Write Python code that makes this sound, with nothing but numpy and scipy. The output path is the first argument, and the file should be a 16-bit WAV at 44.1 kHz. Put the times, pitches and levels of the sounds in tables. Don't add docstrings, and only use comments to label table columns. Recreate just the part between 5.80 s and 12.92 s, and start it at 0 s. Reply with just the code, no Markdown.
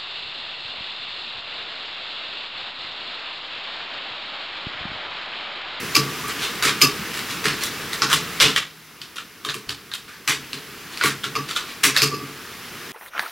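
import sys
import numpy as np
from scipy import signal
from scipy.fft import rfft, irfft, next_fast_len
from scipy.io import wavfile
from scipy.ndimage import uniform_filter1d, map_coordinates

SR = 44100
rng = np.random.default_rng(int(sys.argv[2]) if len(sys.argv) > 2 else 0)


def level_to_linear(level):
    exponent = np.asarray(level, float) / 20
    return 10 ** exponent


def to_wav(sig):
    pcm = np.clip(np.atleast_2d(sig), -1, 1) * 32767
    pcm = np.round(pcm).astype(np.int16)
    wavfile.write(sys.argv[1], SR, pcm.T)


N = 313986


def unit(x):
    return x / np.sqrt(np.mean(x ** 2) + 1e-20)


def along(points, hz):
    f, v = np.transpose(points)
    return np.interp(np.log(hz + 1), np.log(f + 1), v)


def wobble(knots_per_s, count=N):
    knots = rng.standard_normal(int(count * knots_per_s / SR) + 4)
    return map_coordinates(knots, [np.arange(count) * knots_per_s / SR])


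def filtered(x, response):
    m = next_fast_len(len(x) + 8192)
    return irfft(rfft(x, m) * response(np.fft.rfftfreq(m, 1 / SR)), m)[:len(x)]


def add(track, start_s, sound):
    start = max(round(start_s * SR), 0)
    track[start:start + len(sound)] += sound[:len(track) - start]


def causal(gain_db, size=1024):
    cepstrum = irfft(gain_db(np.fft.rfftfreq(size, 1 / SR)) * np.log(10) / 20)
    folded = np.concatenate([cepstrum[:1], 2 * cepstrum[1:size // 2], np.zeros(size // 2)])
    pulse = irfft(np.exp(rfft(folded)))[:size // 2]
    return pulse / np.linalg.norm(pulse)


def card_pulse(tones_hz, treble_db, bump_db, width_octaves):
    # (frequency [Hz], density [dB per Hz])
    card_spectrum = [(260, -17), (450, -11.5), (759, -13.5), (1140, -0.5), (3230, -3.5), (3990, -3),
                     (10400, -13.5), (16000, -23.5)]

    def gain_db(hz):
        bumps = sum(np.exp(-(np.log2((hz + 1) / tone) / width_octaves) ** 2) for tone in tones_hz)
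        edge_db = treble_db / (1 + (7000 / (hz + 1)) ** 4)
        return along(card_spectrum, hz) + bump_db * bumps + edge_db

    return causal(gain_db)


def grit(count, rough_db):
    return unit(rng.standard_normal(count) * level_to_linear(rough_db * wobble(356.8, count)))


def room(sound, wet_db, toward_walls=None):
    # (frequency [Hz], t60 [s])
    decay_times = [(300, 0.31), (2000, 0.25), (5000, 0.27), (12000, 0.17)]
    hz, t, z = signal.stft(rng.standard_normal(SR // 3), SR, nperseg=128)
    tail = signal.istft(z * level_to_linear(-60 * t / along(decay_times, hz)[:, None]), SR, nperseg=128)[1]
    tail = tail * np.clip(np.arange(len(tail)) / SR / 0.0046 - 0.3, 0, 1)
    tail = tail * level_to_linear(1.7 * wobble(150, len(tail)))
    tail = level_to_linear(wet_db) * tail / np.linalg.norm(tail)
    echo = signal.fftconvolve(sound if toward_walls is None else toward_walls, tail)
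    add(echo, 0, sound)
    return echo


def snaps():
    # (time [s], strength [dB], low tone [Hz], high tone [Hz], treble [dB])
    corners = [(0.153, 12, 2400, 4760, 10), (0.482, -9, 8950, 12000, 14), (1.0157, 13.5, 2210, 2920, 11),
               (1.392, -4.5, 2200, 3970, 11), (1.836, 2, 3500, 5750, 26), (2.1317, 2.5, 2030, 3800, 8),
               (2.22, 12, 1270, 5240, -6.5), (2.3295, 13, 980, 3170, 7), (2.6009, 9, 3200, 5250, 2),
               (2.7617, 11.5, 1850, 3210, -1.5), (3.216, -6, 3100, 4640, 1), (3.383, -3.5, 1400, 2860, -6),
               (3.6493, 0.5, 1180, 3500, 3), (3.688, 1.5, 1680, 3950, -10), (3.7427, -2.5, 1160, 2730, 10),
               (3.893, 2, 2940, 4540, 2), (4.1161, -6, 1630, 3840, -6), (4.1376, 0.5, 3180, 3940, 8.5),
               (4.7313, -0.5, 2800, 4150, 2), (5.174, -4, 2390, 4540, 6), (5.212, 7.5, 1500, 4960, -63),
               (5.237, 8.5, 1160, 2170, 6), (5.259, 7.5, 1550, 2250, 11), (5.4405, 3.5, 1430, 3360, 0),
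               (5.5536, 1.5, 1130, 2430, -4), (5.7112, -1.5, 1240, 3620, 3), (5.763, 7, 1320, 3480, 0),
               (6.042, 10, 1850, 3240, 8), (6.1647, 11.5, 1750, 3900, 3), (6.2196, 11.5, 2400, 4730, 10)]
    lead_in_s, lead_in_db = 0.005, -25
    release_s, crackle_s, crackle_db = 0.001, 0.0053, -17.5
    wet_db, wet_per_db = -1.06, 0.14
    track, t = np.zeros(N), np.arange(-SR // 50, SR // 30) / SR
    drag = level_to_linear(lead_in_db) * np.exp(-np.abs(t) / lead_in_s)
    release = np.exp(-np.abs(t) / release_s)
    crackle = level_to_linear(crackle_db) * np.exp(-np.abs(t) / crackle_s)
    stroke = np.where(t < 0, drag, release + crackle)
    for s, db, low_hz, high_hz, treble_db in corners:
        tones_hz = [low_hz, high_hz]
        near = card_pulse(tones_hz, treble_db, bump_db=14, width_octaves=0.22)
        far = card_pulse(tones_hz, treble_db, bump_db=6.5, width_octaves=0.3)
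        spectrum = rfft(grit(len(t), rough_db=4.5) * stroke)
        force = irfft(spectrum / uniform_filter1d(np.abs(spectrum), size=25))
        force = level_to_linear(db) * force / np.linalg.norm(force)
        direct = signal.fftconvolve(force, near)
        spread = signal.fftconvolve(force, far)
        add(track, s + t[0], room(direct, wet_db + wet_per_db * db, spread))
    return track


def flicks():
    # (time [s], strength [dB], tone [Hz], treble [dB], length to 1/e [s])
    pulls = [(0.824, -18.5, 1470, 1.5, 0.04), (1.337, -32.5, 3630, 5, 0.053), (1.641, -22, 1950, -4, 0.077),
             (2.602, -14.5, 3280, -4.5, 0.074), (3.358, -27.5, 3480, -0.5, 0.013),
             (4.281, -43, 1600, -7, 0.079), (4.4763, -18, 2190, 0.5, 0.047), (6.033, -14.5, 2450, 8, 0.039)]
    track, t = np.zeros(N), np.arange(SR // 5) / SR
    onset = 1 - np.exp(-t / 0.00035)
    for s, db, tone_hz, treble_db, length_s in pulls:
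        pulse = card_pulse([tone_hz], treble_db, bump_db=5.5, width_octaves=0.35)
        force = grit(len(t), rough_db=5.0) * np.exp(-(t / length_s) ** 2) * onset
        add(track, s, room(level_to_linear(db) * signal.fftconvolve(force, pulse), wet_db=-1.0))
    return track


def slides():
    # (middle [s], level [dB], half length to 1/e [s], tone [Hz])
    rubs = [(0.146, -22.5, 0.0074, 4000), (0.494, -32.5, 0.017, 2010), (0.627, -28.5, 0.035, 3150),
            (0.872, -20.5, 0.022, 2400), (1.503, -28, 0.015, 2550), (1.832, -31, 0.038, 3570),
            (2.302, -24.5, 0.009, 1150), (2.317, -20.5, 0.0061, 1900), (2.621, -16, 0.012, 3400),
            (3.698, -30, 0.0091, 3900), (3.892, -35, 0.003, 4440), (5.126, -39.5, 0.026, 3000),
            (5.244, -29.5, 0.047, 1640), (5.691, -32.5, 0.011, 3620), (5.886, -40.5, 0.031, 3000),
            (6.155, -28, 0.013, 1710)]
    track, t = np.zeros(N), np.arange(SR // 3) / SR - 1 / 6
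    for s, db, half_s, tone_hz in rubs:
        pulse = card_pulse([tone_hz], treble_db=-1.9, bump_db=4.5, width_octaves=0.45)
        force = grit(len(t), rough_db=3.5) * np.exp(-(t / half_s) ** 2)
        add(track, s - 1 / 6, room(level_to_linear(db) * signal.fftconvolve(force, pulse), wet_db=3.0))
    return track


def modes(body):
    def response(f):
        total = 0
        for k, (center, width, db) in enumerate(body):
            damping = 1j * f * width
            total = total + (-1) ** k * level_to_linear(db) * damping / (center ** 2 - f ** 2 + damping)
        return total

    return response


def shaken(events, body, fade_s, rough_db):
    force, t = np.zeros(N), np.arange(SR // 3) / SR
    fade = np.exp(-t / fade_s) + 0.79 * np.exp(-t / 0.0028)
    fade = fade * (1 - np.exp(-t / 0.0026))
    for s, db in events:
        add(force, s, level_to_linear(db) * grit(len(t), rough_db) * fade)
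    return filtered(force, modes(body))


def knocks():
    # (time [s], force [dB])
    presses = [(0.166, 6.5), (0.459, -6.5), (0.841, 1.5), (1.021, 8), (1.647, 4.5), (2.22, 0), (2.329, 0),
               (2.629, 7.5), (3.659, -5.5), (3.75, -6), (3.891, -12), (4.482, -3), (4.731, -8),
               (5.241, 4.5), (5.449, -3.5), (5.569, -1), (6.042, 4), (6.219, 5), (6.319, 0.5),
               (6.409, -6.5)]
    # (frequency [Hz], width [Hz], level [dB])
    table_top = [(140.1, 8.3, -0.5), (202.7, 6.2, -6.5), (277, 34.5, -6), (432, 28.5, -6)]
    return shaken(presses, table_top, fade_s=0.054, rough_db=-1.1)


def wrist_thud():
    # (time [s], force [dB])
    leans = [(3.87, -10.5)]
    # (frequency [Hz], width [Hz], level [dB])
    table_frame = [(73, 27, 0)]
    return shaken(leans, table_frame, fade_s=0.038, rough_db=0.0)


def dish_buzz():
    # (time [s], force on low modes [dB], force on upper modes [dB])
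    jolts = [(0.148, 5.5, 13.5), (0.2607, -3, -25), (0.439, -3.5, -25), (1.0157, 8.5, 18),
             (5.2381, 6.5, -30), (5.5543, 7.5, 1.5), (6.17, -25, 9), (6.2192, 1.5, 12), (6.3111, 1, -10),
             (6.338, -20, -3.5), (6.3926, -3, -23)]
    # (frequency [Hz], width [Hz], level [dB])
    dish_modes = [(424, 12.5, -4.5), (1153, 16.3, 3), (1233, 17.4, -2), (2660, 130, -12), (4465, 150, -14),
                  (4983, 64, -6), (5260, 140, -14.5), (6030, 94, -15), (6830, 125, -20.5), (10970, 60, -25),
                  (11640, 88, -21), (13100, 90, -24), (13500, 97, -26)]
    dull = [(s, low_db) for s, low_db, _ in jolts]
    sharp = [(s, high_db) for s, _, high_db in jolts]
    low = shaken(dull, dish_modes[:3], fade_s=0.029, rough_db=1.5)
    return low + shaken(sharp, dish_modes[3:], fade_s=0.029, rough_db=3.0)


def air_level_db():
    # (time [s], level [dB])
    levels = [(0, -31), (2.7, -32.5), (2.86, -47), (4.44, -46), (4.6, -41), (5.6, -39), (6.6, -39),
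              (7.12, -37)]
    s, db = np.transpose(levels)
    return np.interp(np.arange(N) / SR, s, db)


def hum():
    on_s, off_s, edge_s = 2.33, 3.26, 0.06
    start_hz, sag_hz_per_s, over_air_db = 168, 12, -9.5
    t = np.arange(N) / SR
    gate = np.clip(np.minimum(t - on_s, off_s - t) / edge_s + 0.5, 0, 1)
    hz = start_hz - sag_hz_per_s * (t - on_s) + 3.22 * wobble(4.8)
    level = level_to_linear(air_level_db() + over_air_db + 1.4 * wobble(3.36))
    return np.sqrt(2) * gate * level * np.sin(2 * np.pi * np.cumsum(hz) / SR)


def rush(spectrum, patchy_db):
    z = signal.stft(rng.standard_normal(N + 512), nperseg=512)[2]
    field = uniform_filter1d(rng.standard_normal(z.shape), 6, 0)
    field = uniform_filter1d(field, 10, 1)
    noise = signal.istft(z * level_to_linear(patchy_db * unit(field)), nperseg=512)[1][:N]
    return unit(filtered(noise, lambda hz: level_to_linear(along(spectrum, hz))))


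def hiss():
    # (frequency [Hz], density [dB per Hz])
    rumble_spectrum = [(20, -19), (100, -5), (140, 0), (460, -2), (570, -15), (800, -18), (1100, -74)]
    # (frequency [Hz], density [dB per Hz])
    air_spectrum = [(300, -19), (550, -11.5), (800, -8), (1200, -0.5), (2800, -3.5), (9000, -18),
                    (12000, -27)]
    # (frequency [Hz], density [dB per Hz])
    fizz_spectrum = [(2940, -15), (5000, 1.5), (8540, -13.5), (10500, -1.5), (12500, -3.5), (16000, -4.5)]
    rumble_over_air_db = -6
    fizz_db, fizz_follows = -44.5, 0.74
    air_db = air_level_db()
    swing_db = air_db - air_db.mean()
    rumble = level_to_linear(air_db + rumble_over_air_db) * rush(rumble_spectrum, patchy_db=1.5)
    air = level_to_linear(air_db + 0.07 * wobble(13.0)) * rush(air_spectrum, patchy_db=0.73)
    fizz = level_to_linear(fizz_db + fizz_follows * swing_db) * rush(fizz_spectrum, patchy_db=0.4)
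    return rumble + air + fizz


def scene():
    # (frequency [Hz], side over mid [dB])
    side_spectrum = [(60, -17), (160, -22.5), (1220, -30), (3330, -18.5), (5500, -14), (8000, -6.5),
                     (9200, -8.5), (9500, -28.5)]
    cards = snaps() + flicks() + slides()
    near = cards + knocks() + wrist_thud() + dish_buzz() + hum()
    background = hiss()
    z = signal.stft(near + level_to_linear(6.0) * background, nperseg=256)[2]
    random_phase = np.exp(2j * np.pi * rng.random(z.shape))
    unrelated = signal.istft(z * random_phase, nperseg=256)[1][:N]
    side = filtered(unrelated, lambda hz: level_to_linear(along(side_spectrum, hz)))
    return near + background + np.array([side, -side])


def band_limit(x):
    return signal.sosfilt(signal.butter(12, 16340, fs=SR, output="sos"), x)


def record(dry):
    limited = np.array([filtered(channel, lambda hz: hz < 15900) for channel in dry])
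    mix = limited / (1 + np.abs(limited) ** 6) ** (1 / 6)
    return band_limit(mix)


dry = scene()
out = record(dry)
to_wav(out)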